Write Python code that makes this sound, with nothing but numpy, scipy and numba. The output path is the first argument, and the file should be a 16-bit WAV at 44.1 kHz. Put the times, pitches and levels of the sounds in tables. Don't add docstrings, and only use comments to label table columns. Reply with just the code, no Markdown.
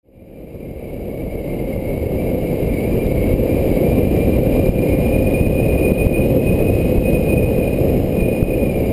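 import sys
import numpy as np
from scipy import signal
from scipy.fft import rfft, irfft
from scipy.io import wavfile
from numba import njit

SR = 44100
rng = np.random.default_rng(int(sys.argv[2]) if len(sys.argv) > 2 else 0)


def to_wav(s):
    ch = np.atleast_2d(s).T
    pcm = np.round(np.clip(ch, -1, 1) * 32767)
    wavfile.write(sys.argv[1], SR, pcm.astype(np.int16))


N = 393372
TIME = np.arange(N) / SR


def undb(db):
    return 10 ** (np.asarray(db) / 20)


def unit(x):
    return x / np.sqrt(np.mean(np.abs(x) ** 2))


def curve(table):
    seconds, values = np.transpose(table)
    return np.interp(TIME, seconds, values)


def swell(centre_s, length_s):
    return 2 ** -(2 * (TIME - centre_s) / length_s) ** 2


def walk(rate_hz):
    hz = np.fft.rfftfreq(N, 1 / SR)
    white = rfft(rng.standard_normal(N))
    return unit(irfft(white / (1 + (hz / rate_hz) ** 2), N))


def noise(spectrum):
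    hz, db = np.transpose(spectrum)
    bins_hz = np.fft.rfftfreq(N, 1 / SR)
    gain = undb(np.interp(np.log(bins_hz + 1), np.log(hz), db))
    white = rfft(rng.standard_normal(N))
    return unit(irfft(white * gain, N))


def turning(hz):
    return 2 * np.pi * np.cumsum(hz) / SR


def lowpass(x, hz):
    return signal.sosfilt(signal.ellip(10, .2, 80, hz, fs=SR, output="sos"), x)


def wind(crank, blade):
    # frequency in Hz, relative spectral level in dB.
    roar_spectrum = [(10, -18), (20, -17), (32, 1), (70, 0), (140, -2), (300, -3.5), (420, -6), (520, -5),
                     (620, -13), (750, -22), (950, -31.5), (1200, -37.5), (1400, -49), (2500, -69)]
    # frequency in Hz, relative spectral level in dB.
    rush_spectrum = [(900, -13.5), (1400, -11), (1900, -5), (2200, 0.5), (2800, 1), (3150, -7),
                     (3550, -15.5), (3850, -8.5), (4300, -14), (4800, -13), (5100, -16), (5400, -20),
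                     (6000, -35)]
    # time in seconds, level in dB.
    wind_level = [(0, 0), (5.5, 0.2), (7.2, 0), (8.3, -2.5)]
    turbulence = walk(36) + 0.43 * walk(4.2)
    throb = 0.51 * np.cos(blade / 2) + .5 * np.cos(blade) + 0.62 * np.cos(crank)
    roar_db = -14.5 + 1.46 * turbulence + 0.56 * throb
    rush_db = -40.0 + 0.39 * turbulence + throb
    roar = noise(roar_spectrum) * undb(roar_db)
    rush = noise(rush_spectrum) * undb(rush_db)
    return (roar + rush) * undb(curve(wind_level))


def sing(hz, width_hz):
    phase = turning(hz)
    return walk(width_hz) * np.cos(phase) + walk(width_hz) * np.sin(phase)


def whistles():
    # time in seconds, pitch in Hz before the lulls.
    airspeed = [(0.3, 2370), (0.9, 2340), (1.4, 2316), (1.9, 2294), (2.4, 2363), (2.7, 2357), (3.0, 2369),
                (3.9, 2388), (4.4, 2397), (5.0, 2427), (5.55, 2464), (6.0, 2463), (6.35, 2500),
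                (7.55, 2482), (7.8, 2459), (8.1, 2453), (8.55, 2468), (8.85, 2367)]
    # centre in seconds, length in seconds, sag of the edge
    # whistle in Hz, lift of the lower whistle in dB.
    lulls = [(2.79, .09, 93, -0.5), (3.211, 0.17, 69.8, 1), (3.774, .12, 64.4, -0.5),
             (4.944, 0.1713, 20, 15)]
    # centre in seconds, length in seconds, depth in dB.
    falters = [(6.325, .12, 13.5), (6.9, 0.42, 8.5), (7.514, .07, 12), (7.79, 0.15, 11.5), (8.03, .18, 18),
               (8.343, .18, 4)]
    sag_hz = sum(sag * swell(s, length_s) for s, length_s, sag, _ in lulls)
    lift_db = sum(lift * swell(s, length_s) for s, length_s, _, lift in lulls)
    falter_db = sum(depth * swell(s, length_s) for s, length_s, depth in falters)
    hz = curve(airspeed) - sag_hz

    cavity_hz, cavity_width_hz, cavity_gain_db = 2484, 71, 11.5
    cavity_db = cavity_gain_db * np.exp(-((hz - cavity_hz) / cavity_width_hz) ** 2)
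    edge_db = -41 + cavity_db - falter_db + 0.97 * walk(2.2)
    edge = sing(hz + 11 * walk(17.6), width_hz=24) * undb(edge_db)

    limit_hz, range_hz, drop_db = 2370, 40, 17
    too_fast = (1 + np.tanh((hz - limit_hz) / range_hz)) / 2
    lower_db = -36 - drop_db * too_fast + lift_db
    lower = sing(2184 + 18 * walk(4), width_hz=47) * undb(lower_db)

    overtone = sing(2.06 * hz, width_hz=51) * undb(-56.5 - 0.24 * cavity_db)
    return edge + lower + overtone


def firing_rate():
    # start in seconds, length in seconds,
    # change of the firing rate in Hz.
    throttle = [(1.63, 1.29, -13.5), (2.72, 1.03, 8.3), (4.5, 4.8, 1.35)]
    start_hz = 80.55
    moves_hz = 0
    for start_s, length_s, change_hz in throttle:
        progress = np.clip((TIME - start_s) / length_s, 0, 1)
        moves_hz = moves_hz + change_hz * np.sin(np.pi / 2 * progress) ** 2
    wander = 1 + 0.00041 * walk(9.6)
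    return (start_hz + moves_hz) * wander


def tones(phase, orders, flutter_db=1.5, housing_hz=522, housing_width_hz=24, housing_db=3):
    rate_hz = np.gradient(phase) * SR / (2 * np.pi)
    out = 0
    for order, db in orders:
        swell_db = housing_db * np.exp(-((order * rate_hz - housing_hz) / housing_width_hz) ** 2)
        level_db = db + swell_db + flutter_db * walk(2.9)
        out = out + undb(level_db) * np.sin(order * phase + rng.uniform(0, 2 * np.pi))
    return np.sqrt(2) * out


def engine(crank, blade):
    # multiple of the firing rate, level in dB before drift, flutter and swell.
    exhaust_tones = [(1, -37), (2, -43), (3, -43), (4, -43), (5, -44), (6, -34), (7, -31), (8, -39.5),
                     (9, -42.5), (10, -49), (11, -53), (12, -59), (14, -65)]
    # multiple of the blade rate, level in dB before flutter and swell.
    propeller_tones = [(2, -38), (3, -37), (4, -35), (5, -34.5), (6, -36), (7, -32.5), (8, -31), (9, -33.5),
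                       (10, -41.5), (11, -45), (12, -46), (13, -51)]
    # time in seconds, level in dB.
    exhaust_level = [(0.3, -2.5), (1.6, 2.5), (6.3, -1), (8.5, -3.5)]
    exhaust = tones(crank, exhaust_tones) * undb(curve(exhaust_level))
    propeller = tones(blade, propeller_tones)
    return exhaust + propeller


def buffets():
    # time in seconds, signed height of the bump before
    # the suction is taken off, half length in seconds (where the bump falls to 1/e).
    eddies = [(1.779, .8, .0018), (3.340, .8, .0013), (4.073, .8, .0016), (4.693, 1.1, .0018),
              (5.413, .6, .0014), (5.475, -1.0, .0008), (5.764, .7, .0009), (5.920, -.8, .0009),
              (6.069, 1.2, .0016), (6.984, .8, .003), (8.227, .7, .002), (8.429, 1.1, .002)]
    out = np.zeros(N)
    hiss = undb(-49) * noise([(500, 1), (1200, 0), (3000, -3), (6000, -15)])
    for centre_s, peak, half_s in eddies:
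        u = (TIME - centre_s) / half_s
        bump = np.exp(-u ** 2) * (1 + hiss)
        suction = 0.1 * np.exp(-(u / 4) ** 2)
        out += peak * (bump - suction)
    return out


def ticks():
    # start in seconds, level at the onset in dB.
    clicks = [(3.0664, -30), (4.1638, -19), (4.660, -22), (8.2065, -29)]
    decay_s = 0.00048
    envelope = 0
    for start_s, db in clicks:
        decay = np.exp(-np.abs(TIME - start_s) / decay_s)
        envelope = envelope + undb(db) * (TIME >= start_s) * decay
    return envelope * noise([(800, -1), (3000, 3), (4500, 0), (5500, -7), (6500, -30)])


def scene():
    crank = turning(firing_rate())
    blade = crank / 1.2165
    mix = wind(crank, blade) + whistles() + engine(crank, blade) + buffets() + ticks()
    return mix[None]


@njit
def follow(size, attack, release):
    out, level = np.empty(len(size)), 0.
    for i in range(len(size)):
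        level += (size[i] - level) * (attack if size[i] > level else release)
        out[i] = level
    return out


def gain_control(x, ceiling=0.43, attack_s=0.00096, release_s=0.11, lag_s=0.00167):
    envelope = follow(np.abs(x), 1 / (attack_s * SR), 1 / (release_s * SR))
    late = np.interp(TIME - lag_s, TIME, envelope)
    return x / np.maximum(late / ceiling, 1)


def sample_and_hold(x, hold_hz=12000):
    band = lowpass(x, hold_hz / 2)
    mirrored = band * (1 + 2 * np.cos(2 * np.pi * hold_hz * TIME))
    stair_response = np.sinc(np.fft.rfftfreq(N, 1 / SR) / hold_hz)
    return irfft(rfft(mirrored) * stair_response, N)


def record(dry):
    fade_s = (.028, 3.68)
    levelled = undb(0.07) * gain_control(dry[0])
    held = sample_and_hold(np.clip(levelled, -1, 1))
    faded = held * np.interp(TIME, fade_s, (0, 1))
    return lowpass(faded, 15250)[None]


dry = scene()
out = record(dry)
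to_wav(out)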